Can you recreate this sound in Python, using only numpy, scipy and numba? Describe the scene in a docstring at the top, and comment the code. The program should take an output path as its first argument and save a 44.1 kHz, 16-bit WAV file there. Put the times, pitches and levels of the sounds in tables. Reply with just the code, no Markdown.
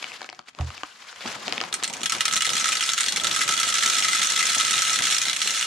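"""At a desk in a small room, hard plastic pellets are poured from a bag into a hollow plastic hopper.
The bag's film snaps and crinkles, fingers rub it dully, and knocks excite the modes of the desk top,
which also rumbles faintly. Then pellets strike the hopper: singly at first, then as a rattle.
Each impact excites the damped normal modes of the thin walls, whose responses add by superposition."""
import sys
import numpy as np
from scipy import signal
from scipy.fft import rfft, irfft, next_fast_len
from scipy.io import wavfile
from numba import njit

SR = 44100
rng = np.random.default_rng(int(sys.argv[2]) if len(sys.argv) > 2 else 0)


def int16_out(signal):
    """Quantize to a 16-bit WAV file."""
    q = np.round(np.clip(np.atleast_2d(signal).T, -1, 1) * 32767)
    wavfile.write(sys.argv[1], SR, q.astype(np.int16))


N = 249606


def from_db(db):
    """Amplitude ratio of a level in decibels."""
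    return 10 ** (np.asarray(db) / 20)


def unit_rms(x):
    """Normalisation to unit mean power."""
    return x / np.sqrt(np.mean(x ** 2) + 1e-20)


def in_time(curve):
    """Linear interpolation of (time_s, value) rows at every sample."""
    return np.interp(np.arange(N) / SR, *np.transpose(curve))


def at_hz(curve, hz):
    """Interpolation of (frequency_hz, value) rows on a logarithmic frequency axis."""
    frequencies, values = np.transpose(curve)
    return np.interp(np.log(hz), np.log(frequencies), values)


def filtered(x, order, edges_hz, kind):
    """Maximally flat filtering."""
    return signal.sosfilt(signal.butter(order, edges_hz, kind, fs=SR, output="sos"), x)


def drift(rate_hz):
    """Slow random fluctuation: low-passed noise of unit rms."""
    step = 40
    pole = np.exp(-2 * np.pi * rate_hz * step / SR)
    slow = signal.lfilter([1], [1, -2 * pole, pole ** 2], rng.standard_normal(N // step + 2002))[2000:]
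    return np.interp(np.arange(N) / step, np.arange(len(slow)), unit_rms(slow))


# Likeness of the two channels: frequency_hz, correlation
COHERENCE = [(100, 0.9), (400, 1), (700, 0.53), (1300, 0.65), (2000, 0.59), (2800, 0.94), (5600, 0.41),
             (11000, 0.025)]
# Lean of the sound field: frequency_hz, left_minus_right_db
BALANCE = [(60, -6), (150, 3.5), (380, 4), (950, -2), (2380, 1), (5980, -1), (15000, -3.5)]
def stereo(mid, side, hz):
    """Partial coherence: a common and an opposed part mix into left and right."""
    alike = np.clip(at_hz(COHERENCE, hz), -1, 1)
    lean = from_db(at_hz(BALANCE, hz) * np.array([[.5], [-.5]]))
    return lean * (np.sqrt(1 + alike) * mid + np.sqrt(1 - alike) * side * [[1], [-1]])


def banded_noise(spectrum, white, low_hz, bands, flicker_db):
    """Amplitude modulation: half-octave noise bands flicker, partly together; the sum has unit rms."""
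    edges = low_hz * 2 ** (np.arange(bands + 1) / 2)
    out, together = 0, drift(26.6)
    for k, (low, high) in enumerate(zip(edges, edges[1:])):
        mid, side = filtered(white[k % 2], 2, [low, high], "band")
        hz = np.sqrt(low * high)
        level_db = at_hz(spectrum, hz) + flicker_db * (together + 0.87 * drift(53))
        out = out + from_db(level_db) * stereo(mid, side, hz)
    return unit_rms(out)


def ring(clicks, hz, t60):
    """Damped oscillator: a unit impulse starts a decaying sine of unit amplitude."""
    r, w = from_db(-60 / (t60 * SR)), 2 * np.pi * hz / SR
    return signal.lfilter([0, np.sin(w)], [1, -2 * r * np.cos(w), r * r], clicks + 1e-18)


@njit
def add_resonance(out, clicks, a1, a2):
    """Two-pole resonator, summed into out; its frequency varies in time through a1."""
    for c in range(2):
        y1 = y2 = 0.
        for i in range(out.shape[1]):
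            y1, y2 = clicks[c, i] + a1[i] * y1 + a2 * y2 + 1e-18, y1
            out[c, i] += y1


LOW_MODE_TOP_HZ = 1420
WANDER_SHARE, WANDER_HZ = .012, 5.5   # grip and fill pull each mode's frequency about
def strike(blows, modes, favour_db, octaves, spread_s, uneven_db, low_coupling=((0, 0), (1, 0))):
    """Modal superposition: blows share their energy among modes, favouring those near their pitch."""
    start_s, level_db, pitch_hz, pan_db = np.transpose(blows)
    mode_hz, mode_db, t60_s = np.transpose(modes)
    low = mode_hz < LOW_MODE_TOP_HZ
    coupling_db = favour_db * np.exp(-.5 * (np.log2(mode_hz / pitch_hz[:, None]) / octaves) ** 2)
    coupling_db += np.outer(np.interp(start_s, *np.transpose(low_coupling)), low)
    scatter_db = uneven_db * np.where(low, .4, 1)   # low modes answer wherever the blow lands
    mid, side, luck = rng.standard_normal((len(blows), len(modes), 3)).transpose(2, 0, 1)
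    amplitude = from_db(mode_db + coupling_db + scatter_db * luck)
    amplitude *= (from_db(level_db) / np.sqrt((amplitude ** 2).sum(1)))[:, None]
    delay_s = spread_s * rng.random(amplitude.shape)   # bending waves take a moment to spread
    onset = np.clip(((start_s[:, None] + delay_s) * SR).astype(int), 0, N - 1)
    pulls = [WANDER_SHARE * np.tanh(drift(WANDER_HZ)) for _ in range(5)]
    pan = from_db(np.outer([.5, -.5], pan_db))
    out = np.zeros((2, N))
    for k, (hz, t60) in enumerate(zip(mode_hz, t60_s)):
        r, w = from_db(-60 / (t60 * SR)), 2 * np.pi * hz / SR
        image = stereo(np.sign(mid[:, k]), side[:, k], hz)
        clicks = np.zeros((2, N))
        clicks[:, onset[:, k]] = np.sin(w) * pan * amplitude[:, k] * image
        detuned_cos = np.cos(w) - w * np.sin(w) * pulls[k % len(pulls)]
        add_resonance(out, clicks, 2 * r * detuned_cos, -r * r)
    return out


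ROOM_T60_S, ROOM_DB = 0.35, -19
def room(x):
    """Reverberation: six recirculating echoes a side, with absorption rising with frequency."""
    size = next_fast_len(N + SR // 2)
    hz, out = np.arange(size // 2 + 1) * SR / size, []
    for channel in x:
        lags_s = rng.uniform(.007, 0.028, (6, 1))
        loss_db = 60 * lags_s * (1 + hz / 9000) / ROOM_T60_S
        echo = from_db(-loss_db) * np.exp(-2j * np.pi * hz * lags_s)
        response = (echo / (1 - echo)).sum(0)
        out.append(irfft(rfft(channel, size) * response, size)[:N])
    return np.array(out)


# Desk vibration under hands and pouring: time_s, level_db
RUMBLE_LEVEL = [(0.0, -81), (1.25, -75), (1.4, -78), (2.95, -64.5), (3.5, -60.5), (4.49, -64),
                (4.75, -56.5), (5.31, -67), (5.66, -64)]
def desk_rumble():
    """Structure-borne noise: a faint, lumpy bass, partly coherent between the channels."""
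    mid, side = filtered(rng.standard_normal((2, N)), 3, [55, 150], "band")
    envelope = from_db(in_time(RUMBLE_LEVEL) + 3.9 * drift(9.5))
    return envelope * unit_rms(mid + 0.49 * side * [[1], [-1]])


# Modes of the desk top: frequency_hz, level_db, t60_s
DESK_MODES = [(80.6, 5.5, 0.33), (125, -3.5, 0.39), (296, -11.5, 0.05), (746, -20, 0.027),
              (1030, -13, 0.057), (1190, -4, 0.018), (1270, -11, 0.048)]
# Knocks on the desk: start_s, level_db, low_mode_gain_db
DESK_KNOCKS = [(0.602, -35, 10.5), (0.611, -33, -3), (.779, -42, -33), (0.834, -22, -38), (1.26, -27, -28)]
HAND_SETTLES_S, HAND_DAMPING_DB = .705, -14
def desk_knocks():
    """Free vibration: the top booms until a hand damps it; later knocks ring mainly the upper modes."""
    damping = from_db(in_time([(HAND_SETTLES_S, 0), (HAND_SETTLES_S + 0.0072, HAND_DAMPING_DB)]))
    out = np.zeros(N)
    for k, (hz, mode_db, t60) in enumerate(DESK_MODES):
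        clicks, low = np.zeros(N), hz < 200
        for start_s, level_db, low_db in DESK_KNOCKS:
            clicks[round(start_s * SR)] = -from_db(level_db + mode_db + low * low_db)
        out += ring(clicks, hz, t60) * (damping if low else (-1) ** k)
    return out * from_db([[-.8], [.8]])


# Fingers shifting their grip: peak_s, level_db
GRIP_THUDS = [(0.394, -50), (.49, -54), (0.597, -37), (1.259, -32.5), (1.484, -31), (1.53, -45),
              (1.61, -39), (2.034, -42), (2.158, -43), (2.284, -41), (2.475, -36), (2.517, -37),
              (2.628, -44), (3.076, -37), (3.145, -46), (3.235, -41), (3.501, -41), (4.215, -43),
              (4.57, -38), (5.01, -41), (5.46, -42)]
GRIP_ATTACK_S, GRIP_RELEASE_S = 0.0059, 0.0084
def grip_envelope():
    """Exponential growth and decay of each dull thud."""
    out, t = np.zeros(N), np.arange(N) / SR
    for peak_s, level_db in GRIP_THUDS:
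        falloff = np.maximum((peak_s - t) / GRIP_ATTACK_S, (t - peak_s) / GRIP_RELEASE_S)
        out += from_db(level_db) * np.exp(-falloff)
    return out


# Fingers rubbing the bag: time_s, level_db
RUB_LEVEL = [(0, -48.5), (.3, -60), (.5, -79), (.62, -46.5), (.88, -69), (1.2, -61), (1.29, -42),
             (1.44, -48.5), (1.55, -42), (1.8, -48), (2.04, -43.5), (2.09, -56), (2.17, -38.5), (2.25, -56),
             (2.33, -42.5), (2.43, -52), (2.55, -45.5), (2.88, -49), (2.96, -56), (3.02, -52),
             (3.18, -41.5), (4.0, -48), (4.98, -48), (5.66, -55)]
# Spectrum of the rubbing: frequency_hz, relative_density_db
RUB_SPECTRUM = [(41, -41), (70, -18), (204, 1.5), (350, -3), (538, -2.5), (584, 4), (718, 0.5),
                (1100, -3.5), (1430, -33), (2420, -120)]
def bag_rubbing():
    """Friction noise: the fingers and the mass of pellets shifting with the flow add in power."""
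    fingers = from_db(in_time(RUB_LEVEL)) + grip_envelope()
    shifting = from_db(in_time(POUR_LEVEL) - 29)
    white = rng.standard_normal((2, 2, N))
    friction = banded_noise(RUB_SPECTRUM, white, low_hz=81.1, bands=8, flicker_db=2.2)
    return np.hypot(fingers, shifting) * friction


# Fine crinkle of the film: time_s, level_db
CRINKLE_LEVEL = [(0, -35.5), (.07, -41), (.17, -43.5), (.3, -56), (.38, -55), (.455, -71), (.49, -43),
                 (.525, -74), (.57, -49), (.6, -47), (.72, -44), (.88, -48), (1.0, -48), (1.1, -43.5),
                 (1.2, -44), (1.28, -31.5), (1.43, -40.5), (1.55, -36.5), (1.7, -42), (1.81, -42),
                 (1.92, -48), (2.0, -41), (2.085, -48), (2.15, -31.5), (2.195, -41), (2.24, -38),
                 (2.4, -40.5)]
# Spectrum of the crinkle: frequency_hz, relative_density_db
CRINKLE_SPECTRUM = [(290, -20), (500, -15), (595, -14.5), (729, -12.5), (906, -12.5), (1190, -4.5),
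                    (1460, -6), (3810, -9), (7000, -14.5), (10100, -29.5), (16000, -138)]
CREASES_PER_S, BAG_LEFT_DB = 1500, 3   # the bag is held to the left
def bag_crinkle():
    """Shot noise: fine creases add random impulses to a hiss."""
    sizes = from_db(5.0 * np.minimum(rng.exponential(1, N), 2.5))
    creases = rng.standard_normal((2, 2, N)) * (0.91 + (rng.random(N) < CREASES_PER_S / SR) * sizes)
    crinkle = banded_noise(CRINKLE_SPECTRUM, creases, low_hz=465, bands=10, flicker_db=2.58)
    pan = from_db(BAG_LEFT_DB * np.array([[.5], [-.5]]))
    return from_db(in_time(CRINKLE_LEVEL)) * crinkle * pan


# Strength of the film's modes: frequency_hz, level_db
FILM_SPECTRUM = [(300, -25.5), (700, -18.5), (1370, -7.5), (2020, -7), (2890, -0.5), (3680, -4), (4330, -2),
                 (5980, 0.5), (7030, -9), (11000, -17)]
# Faint modes of the packed bag: frequency_hz, level_db, t60_s
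BAG_MODES = [(750, -10, 0.082), (1275, -21, 0.11), (2260, -16, 0.072)]
# Loudest snaps of the film: start_s, level_db, pitch_hz
FILM_SNAPS = [(0.0263, -20.5, 2550), (0.0423, -17, 2680), (0.0673, -26, 3550), (0.1183, -23, 2400),
              (0.2075, -32, 1490), (0.2167, -19.5, 1770), (0.229, -26, 4020), (0.2438, -23.5, 1350),
              (0.263, -39, 5170), (0.2815, -56, 4000), (0.2906, -21.5, 2460), (0.2992, -24, 5140),
              (0.328, -26.5, 920), (0.3475, -37, 5500), (0.3658, -50, 6000), (0.3918, -26.5, 1190),
              (0.473, -40, 1160), (0.4844, -31, 1990), (0.5325, -47, 5000), (0.549, -33, 5500),
              (0.588, -27, 1000), (0.6094, -22.5, 700), (0.7035, -26.5, 1280), (0.7786, -25, 1760),
              (0.8334, -18.5, 1160), (1.0255, -37, 2290), (1.1278, -29.5, 1700), (1.208, -27, 1330),
              (1.2232, -30, 2290), (1.238, -30, 2150), (1.2606, -20, 3700), (1.2756, -18, 1580),
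              (1.471, -23, 5400), (1.4802, -10.5, 2980), (1.4963, -24, 2440), (1.5243, -9.5, 4770),
              (1.5704, -26, 1510), (1.5794, -13, 2620), (1.6037, -17, 2700), (1.613, -13.5, 1280),
              (1.6378, -18, 1000), (1.8269, -16, 1740)]
FILM_T60_CYCLES = 16
def bag_snaps():
    """Impulse response: heavily damped film modes die in a few cycles; the packed bag rings on."""
    film = [(hz, at_hz(FILM_SPECTRUM, hz), FILM_T60_CYCLES / hz) for hz in np.geomspace(300, 11000, 40)]
    blows = np.c_[FILM_SNAPS, np.full(len(FILM_SNAPS), BAG_LEFT_DB)]
    snaps = strike(blows, film + BAG_MODES, favour_db=10.5, octaves=0.2, spread_s=.0009, uneven_db=3.5)
    return filtered(snaps, 3, [260, 9000], "band")   # too small for bass, too soft for a bright edge


# Crowd of minor wall modes: frequency_hz, level_db
WALL_SPECTRUM = [(590, -48), (1000, -18), (1120, -19), (1290, -9), (1470, -9), (1980, -5), (2590, -11.5),
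                 (3300, -10.5), (4200, -8), (4750, -14.5), (5200, -12.5), (6630, -8.5), (7700, -7.5),
                 (7900, -12), (8300, -8.5), (8950, -12), (9250, -16.5), (9900, -13), (13100, -36.5),
                 (16000, -38)]
# Decay of the minor modes: frequency_hz, t60_s
WALL_DECAY = [(1200, 0.039), (3500, 0.1), (8000, 0.059), (15000, 0.15)]
# Prominent wall modes: frequency_hz, bandwidth_hz, level_db
CLEAR_MODES = [(1304, 39, 8.5), (1364, 17, -3), (1890, 35, -10), (2044, 40, 1.5), (2440, 51, -5.5),
               (2890, 120, 2.5), (2620, 230, -6.5), (3340, 520, 6.5), (3404, 200, 4.5), (3700, 480, -1),
               (3766, 87, -0.5), (4195, 79, 0.5), (4520, 84, -2), (5143, 88, 1), (5550, 50, 2.5),
               (5830, 48, 3), (6500, 280, 7), (8070, 220, 0.5)]
CRACK_BOOST_DB, CRACK_T60_S = 7.5, 0.018
def hopper_modes():
    """Thin plates have constant modal density: an even crowd of modes, with a few standing out."""
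    crowd_hz = np.linspace(1480, 15700, 150) + 45 * rng.uniform(-1.07, 1, 150)
    damped = np.arange(len(crowd_hz)) % 3 == 1   # heavily damped modes give each blow its crack
    level_db = at_hz(WALL_SPECTRUM, crowd_hz) + CRACK_BOOST_DB * damped
    t60_s = np.where(damped, CRACK_T60_S, at_hz(WALL_DECAY, crowd_hz))
    clear = [(hz, db + 10 * np.log10(width / 110), np.log(1000) / np.pi / width)
             for hz, width, db in CLEAR_MODES]
    return list(zip(crowd_hz, level_db, t60_s)) + clear


# Stream of smaller blows: time_s, level_db
POUR_LEVEL = [(1.9, -50.5), (2.14, -39), (2.25, -36), (2.33, -28), (2.395, -33), (2.43, -27), (2.55, -24),
              (2.8, -24), (2.9, -23.5), (2.955, -38), (2.97, -20.5), (3.0, -25.5), (3.1, -25.5),
              (3.15, -27.5), (3.24, -25), (3.43, -20), (3.455, -31), (3.48, -23), (3.9, -19), (4.5, -19),
              (5.15, -19), (5.2, -24), (5.27, -23), (5.37, -26), (5.41, -22), (5.66, -22.5)]
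FULL_FLOW_PER_S, RATE_EXPONENT = 750, .4   # a thinner flow strikes less often
def pellet_stream():
    """Random point process: pellets slide out in clumps, giving many weak blows and a few strong."""
    flow_db = in_time(POUR_LEVEL)
    clumping_db = 1.5 * drift(18)
    per_s = FULL_FLOW_PER_S * from_db(RATE_EXPONENT * (flow_db - flow_db.max()) + clumping_db)
    onset = np.flatnonzero(rng.random(N) < per_s / SR)
    level_db = flow_db[onset] - 10 * np.log10(per_s[onset] / 100)   # the blows share the flow's power
    level_db += 2.3 * np.minimum(rng.exponential(1, len(onset)), 3)
    pitch_hz = 2280 * (8400 / 2280) ** rng.random(len(onset))
    pan_db = rng.normal(0, 1.0, len(onset))
    blows = np.c_[onset / SR, level_db, pitch_hz, pan_db]
    return blows[onset / SR > POUR_LEVEL[0][0]]


REBOUND_DELAY_S, REBOUND_LOSS_DB = (.003, .009), (6, 16)
def rebounds(blows):
    """Inelastic collision: each pellet glances off and strikes another spot more weakly."""
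    start_s, level_db, pitch_hz, pan_db = blows.T
    delay, loss, spot = rng.random((len(blows), 3)).T
    delay_s = np.interp(delay, [0, 1], REBOUND_DELAY_S)
    loss_db = np.interp(loss, [0, 1], REBOUND_LOSS_DB)
    return np.c_[start_s + delay_s, level_db - loss_db, pitch_hz * (.5 + spot), pan_db]


# Coupling to the low, hollow wall modes as grip and fill change: time_s, gain_db
HOLLOW_COUPLING = [(1.7, 0), (2.0, -5), (2.1, 3), (2.5, 2.5), (2.6, 4), (3.03, 3), (3.1, -17), (3.2, 5.5),
                   (3.25, 5.5), (4.0, 3), (4.6, 3.5), (5.15, 3), (5.2, -4), (5.66, 1)]
# Loudest pellets, with the pitch that the struck spot favours: start_s, level_db, pitch_hz
PELLET_IMPACTS = [(1.7264, -16.5, 3840), (1.7401, -13, 8500), (1.7435, -26, 1990), (1.8347, -15, 7550),
                  (1.8415, -14.5, 4440), (1.8615, -40, 2760), (1.8764, -19, 7700), (1.8973, -24.5, 2330),
                  (1.9277, -27, 7360), (1.9361, -20.5, 2760), (1.9425, -42, 2600), (1.9475, -36, 2600),
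                  (1.9669, -25.5, 1670), (2.0069, -29, 2630), (2.0148, -25, 2760), (2.0317, -15.5, 2830),
                  (2.0405, -23, 7320), (2.0576, -10.5, 3470), (2.0954, -11.5, 6400), (2.1205, -12, 1390),
                  (2.1356, -24, 9600), (2.1486, -18, 2430), (2.1643, -24, 5080), (2.1822, -26, 2500),
                  (2.2063, -8.5, 3140), (2.2534, -8, 3050), (2.2796, -11, 3030), (2.3103, -13.5, 3490),
                  (2.3252, -15, 7240), (2.3356, -12.5, 6630), (2.357, -15, 7400), (2.3644, -11, 3230),
                  (2.3739, -14.5, 6500), (2.4066, -13, 2950), (2.4208, -10, 3170), (2.4471, -16, 2130),
                  (2.4529, -15, 1770), (2.4653, -11, 3500), (2.4911, -11.5, 3550), (2.5007, -16.5, 4740),
                  (2.5324, -15.5, 6500), (2.5525, -14, 5120), (2.5663, -10.5, 3150), (2.5785, -15.5, 4000),
                  (2.598, -13, 6650), (2.6093, -12.5, 5170), (2.6223, -22, 5300), (2.6425, -10.5, 3230),
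                  (2.6559, -13.5, 1440), (2.6696, -17, 6720), (2.68, -17, 4730), (2.6879, -13.5, 7240),
                  (2.7201, -14.5, 2710), (2.7274, -12, 2960), (2.7519, -18, 2070), (2.7696, -16, 4700),
                  (2.785, -28, 4240), (2.7938, -27, 2020), (2.8078, -9.5, 3320), (2.825, -14.5, 2520),
                  (2.8363, -15.5, 4830), (2.8478, -41, 9990), (2.861, -19, 7450), (2.8905, -10.5, 3600),
                  (2.9172, -17.5, 6700), (2.9334, -13, 6200), (2.9778, -12.5, 3450), (2.9851, -15, 6420),
                  (2.9994, -18, 5120), (3.0055, -11, 7350), (3.0109, -29, 3360), (3.0315, -18.5, 4520),
                  (3.0396, -17.5, 8480), (3.0624, -15.5, 4520), (3.072, -20, 3490), (3.0833, -11.5, 3500),
                  (3.0909, -19, 5730), (3.122, -15.5, 4460), (3.1602, -12, 2040), (3.1696, -14, 5350),
                  (3.1982, -13, 3340), (3.236, -16.5, 6680), (3.2438, -9.5, 3360), (3.2693, -12.5, 3450),
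                  (3.3115, -12.5, 3470), (3.3249, -17, 5200), (3.3458, -16, 5080), (3.3614, -12, 1440),
                  (3.3695, -20, 1480), (3.3934, -25, 2240), (3.4076, -16, 1850), (3.4141, -12.5, 1940),
                  (3.423, -14, 3400), (3.4332, -17.5, 7600), (3.4777, -13, 2410), (3.4896, -11.5, 3360),
                  (3.4976, -28, 3320), (3.5089, -15.5, 5140), (3.5224, -12, 1950), (3.5378, -13, 3420),
                  (3.5762, -13, 3700), (3.5892, -15, 3140), (3.5991, -13.5, 7490), (3.6131, -19, 5680),
                  (3.6305, -11, 4480), (3.6415, -25, 4220), (3.6659, -27, 3360), (3.677, -16, 3450),
                  (3.6879, -12.5, 7970), (3.7005, -14, 6460), (3.7154, -29, 5080), (3.725, -17, 3700),
                  (3.741, -13, 7100), (3.7531, -13.5, 1430), (3.7644, -23, 2280), (3.772, -16.5, 4130),
                  (3.7826, -13.5, 2650), (3.8247, -11.5, 3380), (3.8336, -11.5, 1770), (3.8599, -9.5, 6600),
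                  (3.8757, -16.5, 1510), (3.8978, -12, 7490), (3.9339, -14, 2280), (3.9454, -16, 5120),
                  (3.9533, -14, 3360), (3.9663, -14, 3400), (3.9832, -14.5, 7540), (3.9937, -21, 2020),
                  (4.0034, -18, 6550), (4.0229, -12.5, 3300), (4.0452, -13, 2020), (4.051, -24, 3490),
                  (4.0828, -11.5, 1980), (4.1307, -12, 1780), (4.1481, -14, 8440), (4.1576, -18, 8830),
                  (4.1671, -17, 2820), (4.1838, -16, 3790), (4.1938, -17, 2240), (4.2163, -13, 3630),
                  (4.2296, -11.5, 1450), (4.2455, -15, 5860), (4.255, -19, 8030), (4.271, -13, 6520),
                  (4.3006, -11.5, 6330), (4.3203, -14.5, 7300), (4.3607, -11.5, 3470),
                  (4.3753, -11.5, 3570), (4.3909, -11, 2580), (4.4062, -12.5, 2330), (4.4264, -11, 1940),
                  (4.4542, -14, 7020), (4.466, -12, 3800), (4.484, -31, 3320), (4.4945, -13.5, 3980),
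                  (4.5183, -17, 6500), (4.5472, -12, 8700), (4.5607, -24, 3400), (4.5817, -13.5, 6300),
                  (4.5988, -11, 3190), (4.6088, -12, 3830), (4.616, -17, 6240), (4.6488, -12.5, 4450),
                  (4.6817, -18, 4130), (4.6952, -17, 2800), (4.7083, -13.5, 8440), (4.7194, -24, 2840),
                  (4.7387, -13, 3900), (4.7619, -17, 3360), (4.779, -12.5, 3030), (4.79, -13, 5900),
                  (4.8078, -17.5, 1890), (4.8194, -10.5, 5700), (4.8271, -20, 5900), (4.836, -23, 2760),
                  (4.8515, -15.5, 3660), (4.8687, -17, 2800), (4.8787, -15, 6840), (4.8949, -15, 3450),
                  (4.9218, -25, 5680), (4.9307, -12.5, 5660), (4.9579, -12, 4300), (4.9883, -13, 1770),
                  (5.0213, -12, 5570), (5.038, -12.5, 3530), (5.0535, -14.5, 6260), (5.0687, -13, 2900),
                  (5.1011, -13, 3830), (5.1085, -14.5, 8870), (5.1166, -17, 6700), (5.1239, -12, 3490),
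                  (5.1381, -20, 3920), (5.1466, -15, 5640), (5.1654, -14, 3640), (5.182, -12.5, 5200),
                  (5.2159, -12.5, 6330), (5.2252, -17, 6630), (5.234, -18, 5990), (5.2531, -15, 4010),
                  (5.2662, -16.5, 4090), (5.2825, -14.5, 3790), (5.2962, -13.5, 3570), (5.3076, -22, 4180),
                  (5.3304, -14, 3400), (5.3632, -14.5, 2800), (5.4163, -12, 3770), (5.4231, -16, 5760),
                  (5.4481, -31, 3530), (5.4735, -13, 2860), (5.4954, -19, 2890), (5.506, -14, 6120),
                  (5.5152, -28, 6070), (5.5393, -19, 3660), (5.5465, -17.5, 3960), (5.5572, -21, 2820),
                  (5.5664, -17, 5600), (5.5744, -21, 2700), (5.593, -17.5, 6030), (5.599, -18.5, 2710),
                  (5.6104, -12, 3640), (5.6254, -13, 3000), (5.6422, -23, 3470)]
def pellets_in_hopper():
    """Impact excitation: pellets ring the hopper's walls; so small a box radiates no bass."""
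    modes, stream = hopper_modes(), pellet_stream()
    pan_db = -0.5 * rng.standard_normal(len(PELLET_IMPACTS))
    loudest = np.c_[PELLET_IMPACTS, pan_db]
    blows = np.r_[loudest, rebounds(loudest), stream]
    walls = strike(blows, modes, favour_db=7, octaves=0.14, spread_s=.0019, uneven_db=4.0,
                   low_coupling=HOLLOW_COUPLING)
    return filtered(walls, 8, 1210, "high")


def scene():
    """Airborne sound reverberates in the room; the desk's reaches the microphone through its stand."""
    airborne = pellets_in_hopper() + bag_snaps() + bag_crinkle() + bag_rubbing()
    return airborne + from_db(ROOM_DB) * room(airborne) + desk_knocks() + desk_rumble()


def record(dry):
    """Soft saturation rounds the peaks; band limiting removes the deep bass and the highest treble."""
    ceiling, stopband_hz = .5, 16300
    rounded = dry / (1 + (dry / ceiling) ** 4) ** .25
    thinned = filtered(rounded, 3, 42, "high")
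    return signal.sosfilt(signal.cheby2(12, 60, stopband_hz, fs=SR, output="sos"), thinned)


dry = scene()
out = record(dry)
int16_out(out)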